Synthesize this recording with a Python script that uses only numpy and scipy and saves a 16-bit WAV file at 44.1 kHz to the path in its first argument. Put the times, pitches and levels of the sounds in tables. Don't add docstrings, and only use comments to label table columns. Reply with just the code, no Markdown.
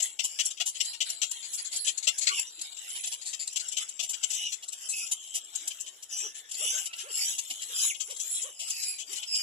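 import sys
import numpy as np
from scipy import signal
from scipy.fft import rfft, irfft
from scipy.io import wavfile
from scipy.ndimage import uniform_filter1d, map_coordinates

SR = 44100
rng = np.random.default_rng(int(sys.argv[2]) if len(sys.argv) > 2 else 0)


def transcribe(signal):
    frames = np.atleast_2d(signal).T
    limited = np.clip(frames, -1, 1)
    pcm = np.round(limited * 32767).astype(np.int16)
    wavfile.write(sys.argv[1], SR, pcm)


def how_loud(loudness_db):
    steps = np.asarray(loudness_db, float) / 20
    return 10 ** steps


N = 415422

# hz, gain_db
LEFT_PORT = [(150, -55), (700, -25.5), (1300, -19), (2000, -11), (2800, -5.5), (5000, -0.5), (6200, -5),
             (7500, 12.5), (8100, 2.5), (8800, -23), (10500, -19.5), (14200, -27.5), (15000, -74)]
RIGHT_PORT = [(150, -71), (700, -23.5), (1300, -32), (2000, -12.5), (2800, -8), (5000, -4.5), (6200, -14.5),
              (8500, -9.5), (9600, -12), (10500, 3), (11500, -12.5), (14200, -24), (15000, -78)]
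PORT_DELAY_S = 14.5 / 44100

# hz, level_db_per_hz
AIR_COLOUR = [(15, -22), (25, -5), (94, -5.5), (156, -18), (230, -5), (496, -2), (630, -1), (1090, -3.5),
              (1580, -2.5), (2000, -4.5), (2600, -14.5), (4400, -120)]
# hz, level_db_per_hz
FAR_COLOUR = [(2000, -30), (3000, -12), (5000, -12.5), (7500, -0.5), (9000, -7), (10500, -6.5),
              (13000, -14), (14100, -20), (14500, -70)]
# hz, t60_s
CROWN_DECAY = [(500, 0.14), (3000, 0.1), (10000, 0.1)]

# top_s, top_pitch_hz, level_db, rise_s
ADULT_COOS = [
    (5.643, 373, -65, 0.047),
    (6.25, 464, -57, 0.039),
    (6.63, 653, -50, 0.036),
    (7.081, 606, -53, 0.055),
    (7.71, 536, -63, 0.034),
    (8.111, 614, -55.5, 0.035),
    (8.474, 638, -54, 0.049),
    (9.117, 436, -60, 0.047),
]
# start_s, length_s, from_hz, to_hz, level_db
CLEAN_PIPS = [
    (2.285, .04, 1500, 1480, -44),
    (2.3, .045, 1150, 1120, -42),
    (7.89, .036, 3500, 1750, -36),
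    (7.495, .035, 380, 200, -65),
    (2.575, .035, 340, 320, -67),
    (2.29, .07, 420, 380, -65),
    (6.72, .065, 450, 740, -58),
    (7.89, .028, 7200, 5200, -44),
    (2.285, .06, 1320, 1290, -49),
    (0, .02, 650, 720, -57),
]

# start_s, length_s, from_hz, to_hz, level_db
MELLOW_SQUEALS = [(2.319, 0.087, 2970, 2460, -36.5), (4.371, 0.13, 2960, 2795, -37.5),
                  (4.899, .17, 2636, 2440, -43), (5.091, 0.37, 3090, 3190, -53),
                  (6.101, 0.4, 1693, 1740, -53), (6.762, 0.44, 1347, 1351, -48),
                  (8.35, 0.038, 3900, 3890, -46), (8.43, .15, 2910, 2970, -54.5),
                  (8.6, 0.1, 2940, 2750, -50.5), (8.72, 0.11, 2656, 2510, -50),
                  (8.86, .14, 2460, 2296, -49), (9, .04, 2400, 3600, -50.5)]
SHRILL_SQUEALS = [(6.1, .2, 3000, 2950, -51), (6.16, .07, 3800, 3800, -59.5), (7.2, .06, 2300, 2700, -55.5),
                  (7.26, .08, 3600, 2900, -56.5), (6.64, .16, 2950, 3500, -52),
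                  (4.33, 0.18, 3050, 2900, -53), (4.9, .15, 3050, 2950, -59.5),
                  (7.74, 0.1, 2550, 2600, -56), (7.8, 0.12, 3550, 3150, -53.5),
                  (8.78, 0.17, 2520, 2200, -58.5), (9.27, 0.15, 2600, 2420, -51.5),
                  (2.46, 0.048, 2950, 2950, -61)]
# start_s, length_s, from_hz, to_hz, level_db
THIN_WHISTLES = [(0.846, .1, 10900, 11000, -49), (1.456, .2, 10840, 10550, -49.5),
                 (1.731, 0.2, 10500, 10860, -48.5), (2.878, .27, 10600, 10700, -50.5),
                 (4.9, .17, 11000, 10800, -50), (4.96, 0.13, 10230, 10000, -52),
                 (6.59, 0.102, 10600, 10370, -48), (7.13, 0.23, 10400, 10100, -49.5),
                 (7.727, .17, 10970, 10440, -44.5), (7.814, 0.1, 10200, 9740, -36),
                 (8.299, .1, 10400, 10700, -46), (8.82, .12, 10600, 10300, -49)]

# top_s, level_db,
# swell_s, fade_s, throat_hz
CHATTER = [(0.039, -31, 0.068, 0.084, 3260), (.241, -37.5, 0.05, 0.31, 2760),
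           (.47, -32.5, 0.066, 0.045, 2860), (0.873, -35.5, 0.14, 0.11, 4200),
           (1.07, -35, 0.024, 0.2, 4130), (1.23, -39.5, 0.011, 1, 3320),
           (1.73, -36, 0.0099, 0.21, 4700), (2.408, -30.5, 0.28, 0.047, 2920),
           (2.92, -39.5, 0.3, 0.51, 3130), (2.66, -40, 0.22, 0.06, 3900),
           (2.73, -39, 0.021, 0.027, 3900), (2.79, -39, 0.024, 0.046, 3150),
           (3.6, -42, 0.37, 0.54, 2950), (3.831, -33.5, 0.11, 0.025, 3050),
           (4.1, -42, 0.38, 0.36, 3000), (4.86, -39, 0.13, 0.07, 2850), (5.3, -45, 1, 0.8, 3200),
           (5.55, -40.5, 0.027, 0.46, 3010)]
HELD_RASPS = [(4.39, -36.5, 0.18, 0.19, 3060), (4.98, -34.5, 0.084, 0.15, 2790),
              (6.12, -39, 0.029, 0.049, 2960), (6.2, -39, 0.079, 0.13, 2900),
              (6.38, -44.5, 0.04, 0.057, 3530), (6.56, -53, 0.051, .06, 2900),
              (6.68, -29, 0.15, 0.067, 2830), (6.79, -30.5, 0.13, 0.072, 3030),
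              (7.01, -41, 0.074, 0.066, 3160), (7.16, -29.5, 0.062, 0.17, 2800),
              (7.29, -31, 0.088, 0.086, 3070), (7.6, -41, 0.63, 0.33, 3280),
              (7.85, -27.5, 0.15, 0.081, 3150), (8.08, -43, 0.35, 0.14, 3020),
              (8.33, -32.5, 0.19, 0.18, 3310), (8.7, -41.5, 0.16, 0.12, 2620),
              (8.87, -35, 0.28, 0.13, 2420), (9.15, -38, 0.1, 0.15, 2970), (9.4, -33.5, 0.11, 0.091, 2540)]
# time_s, opening_db, hiss_db
FLOCK_BEAKS = [(0, 3.5, 4), (1, 4, -2), (2, 0.5, 1), (2.45, 1.5, 2), (2.75, 1, 6), (3, -1.5, 10),
               (3.4, 4.5, -4), (3.82, 1.5, -7), (4.2, 4, -2), (4.6, 3, -2), (5, 6.5, 4), (5.6, -0.5, 10),
               (6.25, 4.5, 6.5), (7, 3.5, 9.5), (7.85, 5.5, 11), (8.35, 11.5, 1), (8.7, 9, 2), (9.42, 2, 7)]

# pitch_hz, throat_hz
LEFT_NESTLINGS = [
    (688.5, 3008),
    (602, 3090),
    (838, 3004),
    (924, 4400),
    (653, 4260),
]
RIGHT_NESTLINGS = [
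    (958, 3040),
    (920, 4190),
    (694.5, 2970),
    (706, 4620),
]
# start_s, length_s, level_db, beak_opening_db
LEFT_BIRD_1 = [(0, 0.012, -29, 5), (0.19, 0.02, -27.5, 2), (0.388, 0.032, -25.5, 4),
               (0.599, 0.028, -27, 0.5), (0.802, 0.021, -24.5, 6), (1.004, 0.028, -26, 2.5),
               (1.216, 0.029, -25.5, 4.5), (2.07, 0.028, -21.5, 3.5), (2.767, 0.016, -42.5, 11),
               (3.558, 0.023, -28, 9), (3.768, 0.025, -28, 6), (3.992, 0.025, -29.5, 4.5),
               (4.23, 0.022, -25.5, 8), (5.064, .015, -38, 15), (6.344, 0.06, -45, 11.5),
               (6.489, 0.018, -48.5, 10), (7.943, 0.021, -42.5, -10), (8.827, 0.012, -33.5, 19),
               (9.227, 0.017, -35.5, -1), (9.272, 0.018, -46, 13), (9.35, 0.019, -32.5, 13.5)]
LEFT_BIRD_2 = [(.504, 0.02, -36, 9.8), (.57, 0.029, -43.5, 1), (.745, 0.04, -40, 4),
               (0.847, 0.019, -35.5, 21), (1.845, 0.023, -35, 11), (1.866, 0.044, -26.5, 6),
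               (2.9, 0.014, -39, 9.7), (3.33, 0.023, -33.5, 5.6), (3.528, 0.0071, -38.5, 27),
               (3.718, .019, -34.5, 14.5), (4.328, 0.041, -32.5, 14.5), (5.705, 0.02, -38, 1),
               (5.861, 0.04, -42, 6), (6.98, 0.054, -40, 5.7), (7.998, 0.034, -31.5, 10.8),
               (8.195, 0.027, -33, 19)]
LEFT_BIRD_3 = [
    (.931, 0.029, -40, -0.5),
    (2.59, 0.014, -45, 6),
    (3.035, 0.024, -34, 7.5),
    (4.131, 0.027, -34, 6.5),
    (4.302, 0.025, -31, 15.5),
    (4.519, 0.03, -33, 12.5),
    (5.8, 0.025, -34, 29),
    (8.416, 0.029, -33, 22),
    (8.982, 0.051, -38.5, 11.5),
]
LEFT_BIRD_4 = [
    (.021, .022, -25.5, 30),
    (1.423, 0.057, -41.5, 2.5),
    (1.577, 0.04, -36.5, 7.4),
    (1.975, 0.018, -29.5, 18),
    (3.213, 0.027, -41.5, 8.8),
    (3.595, 0.026, -34, 8.4),
    (5.553, 0.014, -29, 22),
]
LEFT_BIRD_5 = [
    (1.645, 0.043, -36.5, 14),
    (2.027, 0.035, -34.5, 10.5),
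    (2.211, 0.037, -30.5, 11.5),
    (2.269, 0.029, -22.5, 0),
    (9.156, 0.037, -37.5, 10),
]
RIGHT_BIRD_1 = [(.241, 0.025, -28, 17.3), (0.658, 0.051, -30.5, 17.7), (1.314, 0.013, -30, 17),
                (1.529, 0.039, -34, 26), (2.397, 0.0085, -26, 19), (2.952, 0.036, -40, 5.7),
                (3.118, 0.04, -35, 10.4), (4.091, 0.036, -32.5, 21), (5.115, 0.026, -27, 17.5),
                (7.383, 0.028, -30, 17), (8.68, .02, -39, 12), (8.698, 0.028, -31, 19)]
RIGHT_BIRD_2 = [(0.454, 0.019, -27, 26), (1.716, 0.039, -39, 19), (1.76, 0.02, -31, 29),
                (2.183, 0.021, -29.5, 22), (2.616, 0.013, -32, 17.6), (3.253, 0.081, -37.5, 14),
                (3.476, 0.0096, -30, 19.5), (3.682, 0.021, -34.5, 22), (3.888, 0.019, -36.5, 26),
                (4.682, 0.019, -35, 20), (4.889, 0.05, -32, 27), (8.164, 0.013, -39, 15),
                (8.337, 0.064, -36, 75)]
RIGHT_BIRD_3 = [(1.095, 0.023, -32.5, 15.5), (3.069, 0.022, -34, 13), (4.026, 0.034, -34, 10.5),
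                (4.627, 0.03, -42.5, 7), (4.724, .022, -37, 14), (5.342, 0.05, -31.5, 16),
                (6.027, 0.02, -41.5, 15.5), (5.275, 0.0097, -46.5, 6), (5.447, 0.007, -47, 16),
                (5.676, 0.015, -29, 22), (6.513, 0.019, -36, 15.5), (6.857, 0.027, -33.5, 13),
                (6.931, 0.02, -39.5, -4.5), (7.502, 0.022, -34.5, 6.5), (7.615, 0.035, -36.5, 10),
                (8.099, 0.039, -39, 10), (8.594, 0.06, -37.5, 12), (9.126, 0.021, -36.5, 15)]
RIGHT_BIRD_4 = [
    (3.394, 0.058, -35.5, 7.9),
    (6.543, 0.018, -36.5, 8.7),
    (8.875, 0.05, -37, 360),
]


def unit(x):
    return x / np.sqrt(np.mean(np.abs(x) ** 2) + 1e-20)


def along(points, hz):
    f, v = np.transpose(points)
    return np.interp(np.log(hz + 1), np.log(f + 1), v)


def ports(hz, side, shade_db):
    cepstrum = irfft(np.log(how_loud([along(LEFT_PORT, hz), along(RIGHT_PORT, hz)])))
    cepstrum[:, 1:len(hz) - 1] *= 2
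    cepstrum[:, len(hz):] = 0
    way = np.array([[side], [-side]]) / 2
    delay = 2j * np.pi * hz * PORT_DELAY_S * (1 + way)
    return np.exp(rfft(cepstrum) - delay) * how_loud(-way * shade_db)


def air():
    z = signal.stft(rng.standard_normal((2, N)), nperseg=1024)[2]
    patches = uniform_filter1d(rng.standard_normal(z.shape[1:]), size=4, axis=0)
    patches = uniform_filter1d(patches, size=6, axis=1)
    patch_db = 3.5 * unit(patches) * (np.arange(513) > 6)[:, None]
    common, own = rfft(signal.istft(z * how_loud(patch_db), nperseg=1024)[1][:, :N])
    hz = np.fft.rfftfreq(N, 1 / SR)
    apart = np.where(hz < 125, .8, .42)
    pair = np.array([common + apart * own, common - apart * own])
    return unit(irfft(pair * how_loud(along(AIR_COLOUR, hz)), N))


def far_colony(din_db):
    colour = how_loud(along(FAR_COLOUR, np.fft.rfftfreq(N, 1 / SR)))
    hiss = unit(irfft(rfft(rng.standard_normal((2, N))) * colour, N))
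    return hiss * how_loud(-62 + .4 * (din_db + 40))


def foliage(x):
    out, hop = np.zeros((2, N + SR)), SR // 4
    fade = np.hanning(2 * hop)
    for i in range(-hop, N, hop):
        start = max(i, 0)
        hz, t, z = signal.stft(rng.standard_normal((2, SR // 3)), SR, nperseg=256)
        decay_db = -60 * t / along(CROWN_DECAY, hz)[:, None]
        tail = signal.istft(z * how_loud(decay_db), SR, nperseg=256)[1]
        piece = x[:, start:i + 2 * hop]
        piece = piece * fade[max(-i, 0):][:piece.shape[1]]
        wet = signal.fftconvolve(piece, tail / np.linalg.norm(tail[0]), axes=1)
        out[:, start + 90:][:, :wet.shape[1]] += wet
    return out[:, :N]


def twigs(hz, echo):
    delay_s, size = rng.uniform(0.00015, .004, (4, 2, 1)), rng.normal(0, echo, (4, 2, 1))
    return 1 + np.sum(size * np.exp(-2j * np.pi * hz * delay_s), axis=0)


def coos():
    out = np.zeros(N)
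    for top_s, top_hz, db, rise_s in ADULT_COOS:
        u = np.r_[np.linspace(-1, 0, int(rise_s * SR)), np.linspace(0, 1, int(.038 * SR))]
        phase = 2 * np.pi * np.cumsum(top_hz * (1 - 0.5 * np.abs(u) ** 1.2)) / SR
        overtones = sum(np.sin(k * phase) * rng.uniform(.4, 1.1) for k in range(2, 6))
        tone = np.sin(phase) + how_loud(-3) * overtones
        flutter_db = 2 * unit(uniform_filter1d(rng.standard_normal(len(u)), size=400))
        out[int((top_s - rise_s) * SR):][:len(u)] += how_loud(db + 2 + flutter_db) * (1 - u ** 2) * tone
    return signal.sosfilt(signal.butter(4, 260, 'high', fs=SR, output='sos'), out)


def pips():
    out = np.zeros(N)
    for s, length, from_hz, to_hz, db in CLEAN_PIPS:
        n = int(length * SR)
        waver = unit(uniform_filter1d(rng.standard_normal(n), size=150))
        pitch_hz = np.linspace(from_hz, to_hz, n) * (1 + .025 * waver)
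        tone = np.sin(2 * np.pi * np.cumsum(pitch_hz) / SR)
        out[int(s * SR):][:n] += how_loud(db + 5) * np.hanning(n) ** .6 * tone
    return out


def squeals():
    out, m = np.zeros((2, N + 32768)), 32768
    hz = np.fft.rfftfreq(m, 1 / SR)
    heard = ports(hz, 0.99, 5.0)
    table = [(*row, -10.5) for row in MELLOW_SQUEALS + THIN_WHISTLES]
    table += [(*row, 14) for row in SHRILL_SQUEALS]
    for s, length, from_hz, to_hz, db, second_db in table:
        u = np.linspace(0, 1, int(length * 1.1 * SR))
        waver, throb, swell = (unit(uniform_filter1d(rng.standard_normal(len(u)), size=k))
                               for k in (90, 60, 1200))
        pitch_hz = from_hz + (to_hz - from_hz) * u ** 2 + (55 + .009 * from_hz) * waver
        phase = 2 * np.pi * np.cumsum(pitch_hz) / SR
        tone = np.sin(phase) + how_loud(second_db) * np.sin(2 * phase)
        tone += how_loud(second_db - 15) * np.sin(3 * phase)
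        tone *= (1 + 0.48 * throb) * how_loud(db + 2.95 * swell)
        tone *= np.minimum(4 * u, 1) * (1 - u ** 8)
        call = irfft(rfft(tone, m) * heard * how_loud(9) * twigs(hz, echo=.15))
        out[:, int((s - .05 * length) * SR):][:, :m] += call
    return out[:, :N]


def bump(hz, centre_hz, width_hz, db):
    return how_loud(db) * 1j * hz * width_hz / (centre_hz ** 2 - hz ** 2 + 1j * hz * width_hz)


def beak(hz, open_db):
    return how_loud(open_db / (1 + (5200 / (hz + 1)) ** 8))


def top_shelf(hz, db):
    return how_loud(db / (1 + (11800 / (hz + 1)) ** 12))


def buzz(pitch_hz, jitter, scatter_db, noisy):
    n = len(pitch_hz)
    luck = rng.standard_normal((3, n))
    waver = unit(uniform_filter1d(luck[0], size=60))
    cycle = np.cumsum(pitch_hz * (1 + jitter * waver)) / SR
    turn = cycle.astype(int)
    size = how_loud(scatter_db * luck[1][turn % n] + 2 * (turn % 2))
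    pulses = np.diff(turn, prepend=0) * size
    breath = luck[2] * size * np.exp(-2 * (cycle - turn))
    return np.sqrt(1 - noisy) * unit(pulses) + np.sqrt(noisy) * unit(breath)


def bouts(s):
    top_s, db, swell_s, fade_s, throat_hz = np.transpose(CHATTER + HELD_RASPS)[:, :, None]
    law = np.r_[np.ones(len(CHATTER)), np.full(len(HELD_RASPS), 1.8)][:, None]
    away = np.where(s < top_s, (top_s - s) / swell_s, (s - top_s) / fade_s)
    power = how_loud(2 * (db - 15 * away ** law)) + 1e-12
    throat_hz = np.sum(power * throat_hz, axis=0) / power.sum(axis=0)
    open_db = np.interp(s, *np.transpose(FLOCK_BEAKS)[:2]) - 2 * (throat_hz / 1000 - 3)
    return 10 * np.log10(power.sum(axis=0)), throat_hz, open_db


def rasps():
    s = np.arange(0, N, 128) / SR
    db, throat_hz, open_db = bouts(s)
    steps = np.tile(np.arange(N) * 11 / SR, (3, 1))
    drift = map_coordinates(rng.standard_normal((3, 120)), [np.arange(3)[:, None] + np.zeros(N), steps], order=1)
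    low, mid, high = [buzz(rate_hz * (1 + .07 * d), .07, 2.2, .6)
                      for rate_hz, d in zip((260, 700, 860), drift)]
    pair = [low + 1.8 * mid + .35 * high, low + .3 * mid + 1.8 * high]
    hz, t, z = signal.stft(pair, SR, nperseg=1024)
    f = hz[:, None]
    throat = np.interp(t, s, throat_hz)
    tract = 1 + bump(f, throat, 450, 6) + bump(f, 1.95 * throat, 500, 5)
    tract = tract + bump(f, 720, 300, 1) + bump(f, 1400, 600, 0)
    tract = tract * (1 - .8 * np.exp(-((f - 1.45 * throat) / 400) ** 2))
    patches = uniform_filter1d(rng.standard_normal(z.shape), size=5, axis=1)
    patches = uniform_filter1d(patches, size=6, axis=2)
    hiss_db = np.interp(t, *np.transpose(FLOCK_BEAKS)[::2])
    mouth = beak(f, np.interp(t, s, open_db) - 3) * top_shelf(f, hiss_db)
    gain = ports(hz, 1, 3)[:, :, None] * tract * mouth * how_loud(6.5 * unit(patches))
    gain /= np.sqrt(np.mean(np.abs(gain) ** 2, axis=(0, 1)))
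    hoarse = unit(signal.istft(z * gain, SR, nperseg=1024)[1][:, :N])
    return hoarse * how_loud(np.interp(np.arange(N) / SR, s, db))


def nest(voices, *tables):
    return [(s, length, db, pitch_hz * (1 + .025 * rng.normal()), throat_hz * (1 + .02 * rng.normal()), open_db)
            for (pitch_hz, throat_hz), table in zip(voices, tables)
            for s, length, db, open_db in table]


def chirps(table, side, shade_db, noisy, base_db, attack_s, lead_s, fall):
    out, m = np.zeros((2, N + 8192)), 8192
    hz = np.fft.rfftfreq(m, 1 / SR)
    heard = ports(hz, side, shade_db)
    for s, length, db, pitch_hz, throat_hz, open_db in table:
        t = np.arange(int(max(length, .008) * 1.1 * SR)) / SR
        u = t / t[-1]
        shape = (1 - np.exp(-t / attack_s)) * (1 - u ** fall)
        glide_hz = pitch_hz * (1.08 - .3 * (1 - u) ** 2)
        hum = how_loud(base_db) * np.sin(2 * np.pi * np.cumsum(glide_hz) / SR)
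        voice = shape * (buzz(glide_hz, .04, 1.5, noisy) + hum)
        pipe_hz = throat_hz / (1 + (throat_hz > 3750))
        tract = 1 + sum(bump(hz, k * pipe_hz, 400, 11 if k * pipe_hz > 2400 else 4.5) for k in range(1, 5))
        mouth = beak(hz, open_db - 10) * top_shelf(hz, -4.5)
        call = irfft(rfft(voice, m) * tract * mouth * heard * twigs(hz, echo=.3))
        call *= how_loud(db) / np.sqrt(np.mean(call[:, :len(t)] ** 2))
        out[:, max(round((s - lead_s) * SR), 0):][:, :m] += call
    return out[:, :N]


def scene():
    nearest = nest(LEFT_NESTLINGS[:1], LEFT_BIRD_1)
    left = nest(LEFT_NESTLINGS[1:], LEFT_BIRD_2, LEFT_BIRD_3, LEFT_BIRD_4, LEFT_BIRD_5)
    right = nest(RIGHT_NESTLINGS, RIGHT_BIRD_1, RIGHT_BIRD_2, RIGHT_BIRD_3, RIGHT_BIRD_4)
    calls = chirps(left, -1.03, 6.0, noisy=.36, base_db=-7, attack_s=0.0038, lead_s=0.0016, fall=2.8)
    calls += chirps(nearest, -0.983, 8.2, noisy=.36, base_db=-7, attack_s=0.002, lead_s=0.001, fall=4.7)
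    calls += chirps(right, 0.78, 0.61, noisy=.48, base_db=-1.5, attack_s=0.0086, lead_s=0.0042, fall=1.42)
    tones = coos() + pips()
    tones = np.array([tones, np.roll(tones, -round(PORT_DELAY_S * SR))])
    voices = calls + squeals() + tones
    s = np.arange(0, N, 128) / SR
    din_db = np.interp(np.arange(N) / SR, s, bouts(s)[0])
    bed = how_loud(-68.0 + 0.16 * (din_db + 33.5)) * air()
    return voices + how_loud(-5.0) * foliage(voices) + rasps() + bed + far_colony(din_db)


def open_gaps(x):
    hz, _, z = signal.stft([x[0] + x[1], x[0] - x[1]], SR, nperseg=2048)
    power = uniform_filter1d(np.abs(z) ** 2, size=2, axis=2) + 1e-20
    near, wide = (uniform_filter1d(power, size=k, axis=1) for k in (9, 170))
    depth = np.abs(near / wide)
    depth *= how_loud(9 * unit(uniform_filter1d(rng.standard_normal(z.shape), size=9, axis=1)))
    # (Hz, factor)
    spared = [(1200, 3), (1550, 1), (2200, 1), (2500, 2), (8000, 2), (8700, 8), (9400, 2.5), (11500, 2),
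              (12500, .6)]
    depth *= along(spared, hz)[:, None]
    depth[:, (hz < 900) | (hz > 14300)] = 99
    deepest = depth < np.quantile(depth, .066 / 2)
    gone = uniform_filter1d(1. * deepest, size=5, axis=1) > 0
    mid, side = signal.istft(z * np.where(gone, .03, 1), SR, nperseg=2048)[1][:, :N]
    return np.array([mid + side, mid - side]) / 2


def low_pass(x):
    return signal.sosfilt(signal.butter(12, 15140, fs=SR, output="sos"), x)


def record(dry):
    mix = open_gaps(dry)
    return low_pass(mix)


dry = scene()
out = record(dry)
transcribe(out)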